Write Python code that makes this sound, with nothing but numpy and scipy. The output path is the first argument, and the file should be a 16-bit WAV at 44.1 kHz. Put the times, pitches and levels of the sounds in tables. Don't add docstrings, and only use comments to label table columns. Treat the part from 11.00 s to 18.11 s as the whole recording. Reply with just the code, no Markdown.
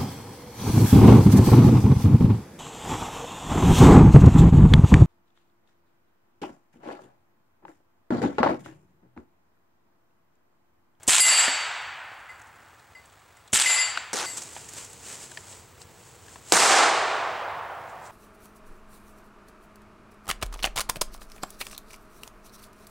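import sys
import numpy as np
from scipy import signal
from scipy.fft import rfft, irfft
from scipy.io import wavfile
from scipy.ndimage import uniform_filter1d

SR = 44100
rng = np.random.default_rng(int(sys.argv[2]) if len(sys.argv) > 2 else 0)


def unload_wav(signal):
    wavfile.write(
        sys.argv[1],
        SR,
        np.round(np.clip(np.atleast_2d(signal).T, -1, 1) * 32767).astype(np.int16),
    )


def ratio_of_db(decibels):
    return 10 ** (np.asarray(decibels, float) / 20)


N = 313551

# hz, density_db (dB per Hz)
CLOTH_COLOUR = [(120, -47), (200, -7.5), (454, -5.5), (827, -8), (923, -5.5), (1010, -8), (1280, -9),
                (3010, -8.5), (3480, -10), (5800, -7.5), (7760, 0.5), (11000, -19), (15500, -26)]


def evened(x):
    return x / np.sqrt(np.mean(x ** 2) + 1e-20)


def read(points, hz):
    f, value = np.transpose(points)
    return np.interp(np.log(hz + 1), np.log(f + 1), value)


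def add(mix, start_s, sound, pan_db=0):
    part = mix[:, round(start_s * SR):][:, :sound.shape[-1]]
    part += (sound * ratio_of_db([[pan_db / 2], [-pan_db / 2]]))[:, :part.shape[1]]


def causal(points):
    hz = abs(np.fft.fftfreq(8192, 1 / SR))
    log_gain = np.log(ratio_of_db(np.maximum(read(points, hz), -70)))
    taps = np.fft.ifft(np.exp(np.conj(signal.hilbert(log_gain)))).real[:2048]
    return taps / np.linalg.norm(taps)


def hiss(points, grain_db):
    # hz, likeness (0-1)
    likeness = [(60, 0.93), (180, 0.82), (550, 0.91), (1650, 0.99), (4970, 0.95), (15000, 0.68)]
    hz = np.fft.rfftfreq(N, 1 / SR)
    a, b, flicker = rng.standard_normal((N, 3)).T
    grain = ratio_of_db(grain_db * evened(uniform_filter1d(flicker, size=130)))
    a, b = rfft(a * grain), rfft(b * grain)
    same = np.clip(read(likeness, hz), 0, 1)
    mid, side = np.sqrt(1 + same) * a, np.sqrt(1 - same) * b
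    return evened(irfft(np.array([mid + side, mid - side]) * ratio_of_db(read(points, hz)), N))


def first_air():
    # hz, density_db (dB per Hz)
    air_colour = [(18, -41.5), (30, -18), (90, -3.5), (200, -16), (320, -15), (600, -13), (850, -9.5),
                  (1600, -13.5), (3100, -21), (5800, -27), (7800, -23), (10500, -33), (15400, -35)]
    return ratio_of_db(-54.5) * hiss(air_colour, grain_db=2.0)


def second_air():
    # hz, density_db (dB per Hz)
    air_colour = [(18, -38), (30, -18), (95, 2), (263, -12), (479, -5.5), (546, -13), (852, -10),
                  (1770, -17), (6050, -25.5), (7460, -26.5), (14300, -31.5), (15500, -26)]
    return ratio_of_db(-51) * hiss(air_colour, grain_db=1.5)


def camera_whine(t):
    return ratio_of_db(-70) * np.sin(2 * np.pi * 15735 * t)


def click(peak_db, hz, t60_s=0.04):
    t = np.arange(3000) / SR
    burst = rng.standard_normal(len(t)) * ratio_of_db(-60 * t / max(t60_s, .005)) * (1 - np.exp(-t / 0.00044))
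    burst[0] = 4.9
    peak = signal.iirpeak(hz, 1.8, SR)
    narrow = signal.lfilter(*peak, signal.lfilter(*peak, burst))
    wide = signal.oaconvolve(burst, causal(CLOTH_COLOUR))[:len(t)]
    both = narrow / abs(narrow).max() + 1.9 * wide / abs(wide).max()
    return ratio_of_db(peak_db) * both / abs(both).max()


def add_hand_clicks(mix):
    # start_s, peak_db, centre_hz, pan_db (left minus right)
    clicks = [(0.032, -31, 7900, 3.5), (.82, -43, 8500, 7), (1.395, -46.5, 7650, 2),
              (1.4168, -41.5, 6700, 2), (2.0565, -44, 7760, .6), (2.099, -46, 3670, 0),
              (2.126, -50, 7580, 7), (2.369, -45, 7510, -1), (2.477, -39.5, 3600, 3),
              (3.3718, -20.5, 6740, -1), (3.3790, -24.5, 6960, 7), (3.4198, -23.5, 5930, -3),
              (3.4346, -28, 7210, -1), (3.6886, -27.5, 7140, -2), (3.735, -27.5, 7450, -.6),
              (3.8465, -30.5, 6800, -2), (3.9, -35, 7850, .6), (3.931, -33, 7760, 1),
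              (4.315, -35.5, 7500, 7), (4.4677, -42, 6760, 3), (4.8168, -33, 4570, 4),
              (5.1515, -45, 8040, 4), (5.474, -49, 7500, -2), (6.6294, -52, 3520, -3)]
    for start_s, peak_db, hz, pan_db in clicks:
        add(mix, start_s, click(peak_db, hz), pan_db)


def add_faint_ticks(mix):
    length_s = N / SR
    for when, size, pitch, side in rng.random((round(4 * length_s), 4)):
        tick = click(-54 + 6 * size, 3000 + 5200 * pitch)
        add(mix, when * length_s, tick, 6 * side - 3)


def add_short_clicks(mix):
    # start_s, peak_db, centre_hz, t60_s
    short_clicks = [(.0693, -30, 8000, .08), (2.5222, -31, 7000, .04), (5.5176, -24, 2600, .012)]
    for start_s, *settings in short_clicks:
        add(mix, start_s, click(*settings))


def crowding(t, stands, slopes):
    near = sum(ratio_of_db(db) ** 2 * np.exp(-((t - s) / depth_s) ** 4) for s, depth_s, db in stands)
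    start_db, rise_db_per_s = slopes
    return np.sqrt(near + ratio_of_db(start_db + rise_db_per_s * t) ** 2)


def shot(thump_db, echo_db, bright_db, slaps_db, colour, blast, wood, stands, slopes):
    # hz, side_minus_mid_db
    spread = [(60, 12.5), (150, -9.5), (380, -14.5), (950, -19.5), (2380, -24.5), (5980, -11), (15000, -12)]
    crack_db, *thump_band_hz = blast
    t = np.arange(round(2.5 * SR)) / SR
    noise = rng.standard_normal((len(t), 2)).T
    pick, size = rng.random(len(t)), rng.exponential(1, len(t))

    slaps = (pick < 220 / SR) * ratio_of_db(slaps_db + 2.16 * np.minimum(size, 3) - 60 * t / 0.89)
    slaps *= np.minimum(0.89 + t / 0.045, 1)
    slaps = signal.lfilter([1], [1, -0.975], slaps)

    hz, frame_s, z = signal.stft(noise * (1 + slaps), SR, nperseg=256)
    rows = hz[:, None]
    tilt_db = bright_db * np.log2((rows + 200) / 3000)
    z *= ratio_of_db(tilt_db - 60 * frame_s / read(wood, hz)[:, None])
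    patches = rng.standard_normal(z.shape[1:])
    patches = uniform_filter1d(uniform_filter1d(patches, size=9, axis=0), size=5, axis=1)
    z *= ratio_of_db(2.18 * evened(patches) * np.exp(-frame_s / 0.23))
    z *= 1 - 0.48 * np.exp(-frame_s / 0.0083) * (rows < 5500)
    z[1] *= ratio_of_db(read(spread, hz))[:, None]
    echo = signal.istft(z, SR, nperseg=256)[1][:, :len(t)]
    echo *= ratio_of_db(echo_db) * crowding(t, stands, slopes) * np.minimum(t / 0.0069, 1)

    echo[0] += ratio_of_db(crack_db) * noise[0] * (1 - np.exp(-t / 0.00068)) * np.exp(-t / 0.0016)
    mid, side = signal.oaconvolve(echo, causal(colour)[None], axes=1)[:, :len(t)]

    low = signal.sosfilt(signal.butter(2, thump_band_hz, "band", fs=SR, output="sos"), noise)
    thump = ratio_of_db(thump_db) * low * (1 - np.exp(-t / 0.0073)) * np.exp(-t / 0.014)
    left = mid + side + thump[0] + 0.92 * thump[1]
    right = mid - side + thump[0] - 0.89 * thump[1]
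    return np.array([left, right])


def fire_shots(first, second):
    # start_s, thump_db, echo_db, brightness_db_per_octave, slaps_db
    shots = [(0.0768, 10, 13, 0.57, 7.5), (2.529, 2.5, 8.5, -0.14, 8.5), (3.1309, 19.5, 10.5, 0.45, 7),
             (5.5216, 20, 8.5, 0.5, -2.5)]
    fired = [(0, 0), (0, 0), (0, 1), (1, 1)]
    # crack_db, thump_from_hz, thump_to_hz
    blasts = [(-13, 12, 930), (13.5, 200, 780)]
    # hz, density_db (dB per Hz)
    light_pistol = [(24, -96.5), (40, -34), (130, -24), (503, -18.5), (790, -9.5), (852, -9), (1210, -9.5),
                    (1300, -6.5), (2980, -2.5), (5720, -8.5), (7930, 4), (16000, -34)]
    deep_pistol = [(24, -69), (40, -22), (189, -17.5), (256, -14), (392, -9), (600, -7.5), (680, -4),
                   (1120, -4.5), (1300, -5.5), (2910, -12.5), (8130, -9.5), (16000, -39)]
    # hz, t60_s
    wood_first = [(100, 0.54), (300, 1.13), (700, 2), (1500, 1.873), (3000, 1.29), (6000, 0.95),
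                  (9000, 0.68), (15000, 0.54)]
    wood_second = [(100, 0.13), (300, 1.69), (700, 2.444), (1500, 2.064), (3000, 1.634), (4300, 1.26),
                   (6000, 1.026), (9000, 0.87), (15000, 0.42)]
    # after_shot_s, half_depth_s, level_db
    stands_first = [(.09, 0.059, -8), (.21, 0.054, -9)]
    stands_second = [(.04, 0.1, -6.5), (.24, 0.11, -12.5)]
    # level_at_shot_db, rise_db_per_s
    slopes_first = (-18, 8.83)
    slopes_second = (-18, 8.66)

    places = [(first, wood_first, stands_first, slopes_first, 0.0),
              (second, wood_second, stands_second, slopes_second, -1.0)]
    for (start_s, *levels), (where, pistol) in zip(shots, fired):
        mix, wood, stands, slopes, pan_db = places[where]
        colour = [light_pistol, deep_pistol][pistol]
        add(mix, start_s, shot(*levels, colour, blasts[pistol], wood, stands, slopes), pan_db)


def plate(db, bright_db, bias_db, clang_db, ring_share):
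    modes_hz = [2038, 2821, 4542, 4577, 4866, 7310, 7677, 8387, 10119, 11240, 12772, 13250]
    # level_db, t60_s (of the free ring), side of a split pair (about -1..1),
    # beat_hz of its twin, left-right phase_rad
    modes = [(0, 0.41, 0.8, 5.3, 0.24), (-9.5, 0.6, 0.21, 16, 0.19), (-13, 0.41, -0.46, 5.2, 0.21),
             (-13.5, 0.87, 0.92, 3.6, 0.18), (-11.5, 0.64, 0.2, 8.2, 0.27), (2.5, 0.48, -1.32, 11.9, 0.97),
             (-7.5, 0.6, 0.92, 8.02, 0.45), (-6, 0.46, -0.11, 9.8, 0.95), (-6.5, 0.39, -0.67, 17.7, 0.24),
             (-30.5, 0.53, 1, 9.5, 0.28), (-36, 0.53, 0.92, 6.6, 0.36), (-17, 0.28, -1.7, 12.8, .5)]
    t, out = np.arange(round(1.2 * SR)) / SR, 0
    for hz, (mode_db, t60_s, pair, beat_hz, phase_rad) in zip(modes_hz, modes):
        waver = sum(np.sin(2 * np.pi * (f * t + rng.random())) for f in (7, 13, 23))
        level_db = db + mode_db + bright_db * np.log2(hz / 4500) + pair * bias_db + 1.9 * waver
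        level_db += clang_db * (hz == 2821)
        twin = 1 + 0.47 * np.exp(2j * np.pi * (beat_hz * t + rng.random()))
        fade_db = -60 * t / (t60_s * ring_share)
        fade = ratio_of_db(fade_db) + ratio_of_db(-30.5 + fade_db / 2.4)
        ring = ratio_of_db(level_db) * fade * twin * np.exp(2j * np.pi * (hz * t + rng.random()))
        out = out + (ring * np.exp([[.5j * phase_rad], [-.5j * phase_rad]])).real
    clang = ratio_of_db(clang_db * np.exp(-(t / 0.053) ** 2))
    return out * (1 - np.exp(-t / 0.00067)) * clang


def ring_plate(mix):
    # start_s, level_db, brightness_db_per_octave, pair_bias_db, first_clang_extra_db
    bullets = [(.203, 1.5, 5, 3.5, 4), (2.660, 0.5, -4, -2.5, -10), (3.262, 0, 8, 13, 2)]
    # start_s, level_db, brightness_db_per_octave
    hook_taps = [(1.292, -51.5, -6), (1.951, -54.5, -6), (2.37, -64, -5)]
    blows = [(s, plate(*blow, ring_share=0.9)) for s, *blow in bullets]
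    blows += [(s, plate(*tap, bias_db=5, clang_db=-1.5, ring_share=0.56)) for s, *tap in hook_taps]
    for start_s, sound in blows:
        add(mix, start_s, sound, 0.7 + 1.4 * start_s)


def bench_knock(db, hz, wood_db):
    # hz, level_db, t60_s
    bench = [(277, -7.5, 0.17), (413, -6, 0.08), (655, 9, 0.054), (954, 7, 0.045)]
    t = np.arange(4000) / SR
    clatter = rng.standard_normal(len(t)) * np.exp(-t / 0.0038)
    clatter[0] = 3.8
    modes = sum(ratio_of_db(d - 60 * t / t60_s) * np.sin(2 * np.pi * f * t) for f, d, t60_s in bench)
    wood = signal.oaconvolve(modes, clatter)[:len(t)]
    snap = signal.sosfilt(signal.butter(2, [0.61 * hz, 2.44 * hz], "band", fs=SR, output="sos"), clatter)
    case_ring = np.sin(2 * np.pi * hz * t) * np.exp(-(t / 0.0045) ** 3)
    snap = snap / abs(snap).max() + 0.76 * case_ring
    knock = snap / abs(snap).max() + ratio_of_db(wood_db) * wood / abs(wood).max()
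    return ratio_of_db(db) * signal.sosfilt(signal.butter(2, 220, "high", fs=SR, output="sos"), knock)


def add_bench_knocks(mix):
    # start_s, level_db, snap_centre_hz, pan_db (left minus right), wood_db (relative to the snap)
    knocks = [(0.4803, -13.5, 1825, 0.5, -7), (2.974, -13, 1490, 3, -20), (3.565, -29.5, 865, -3, -10),
              (4.317, -36, 1600, 1, -9), (4.373, -24.5, 1810, 1.5, -18), (5.283, -38, 1670, 4, -13),
              (5.358, -31, 1010, 4, -15)]
    for start_s, db, hz, pan_db, wood_db in knocks:
        add(mix, start_s, bench_knock(db, hz, wood_db), pan_db)


def sleeves(t):
    # loudest_s, level_db, rise_s, fall_s
    strokes = [(3.28, -37, 0.062, 0.16), (3.385, -35, 0.025, 0.018), (3.58, -42, 0.26, 0.17),
               (3.786, -36.5, 0.044, 0.063), (3.93, -50, .08, 0.15), (4.11, -36.5, 0.075, 0.088),
               (4.24, -40, 0.047, 0.036), (4.35, -47, 0.11, 0.19), (4.52, -44, 0.08, 0.085),
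               (4.824, -46.5, 0.023, .012), (5.08, -52.5, 0.21, .1), (5.34, -49, 0.16, 0.069),
               (5.502, -40, 0.037, 0.06), (6.9, -57, .02, .02), (7.065, -48, 0.023, 0.022)]
    power = sum(ratio_of_db(db) ** 2 * np.exp(-2 * abs(t - s) / np.where(t < s, rise_s, fall_s))
                for s, db, rise_s, fall_s in strokes)
    return np.sqrt(power) * hiss(CLOTH_COLOUR, grain_db=1.5)


def limited(x, ceiling_db, recover_db_s, late_s):
    power_db = 10 * np.log10(abs(uniform_filter1d((x ** 2).mean(0), size=300)) + 1e-12)
    fall_db = np.arange(N) * recover_db_s / SR
    held_db = np.maximum.accumulate(power_db + fall_db) - fall_db
    over_db = np.maximum(held_db - ceiling_db, 0)
    over_db = np.roll(uniform_filter1d(over_db, size=130), round(late_s * SR))
    return 0.69 * np.tanh(x / ratio_of_db(over_db) / 0.81)


def scene():
    # time_s, share of the first scene (0-1)
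    dissolve = [(2.35, 1), (3.25, 0.19), (3.275, 0.096), (3.45, 0)]
    t = np.arange(N) / SR
    first = first_air() + camera_whine(t)
    second = second_air() + camera_whine(t) + sleeves(t)
    fire_shots(first, second)
    ring_plate(first)
    share = np.clip(np.interp(t, *np.transpose(dissolve)), 0, 1)
    mix = share * limited(first, ceiling_db=-14.0, recover_db_s=133.0, late_s=0.0)
    mix += (1 - share) * limited(second, ceiling_db=-14.0, recover_db_s=132.0, late_s=0.0034)
    add_bench_knocks(mix)
    add_hand_clicks(mix)
    add_short_clicks(mix)
    add_faint_ticks(mix)
    return mix


def top_cut(x):
    return signal.sosfilt(signal.butter(12, 16950, fs=SR, output="sos"), x)


def record(dry):
    edge = signal.firwin(511, 16050, window=("kaiser", 9), fs=SR)
    mix = signal.oaconvolve(dry, edge[None], "same", axes=1)
    return top_cut(mix)


dry = scene()
out = record(dry)
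unload_wav(out)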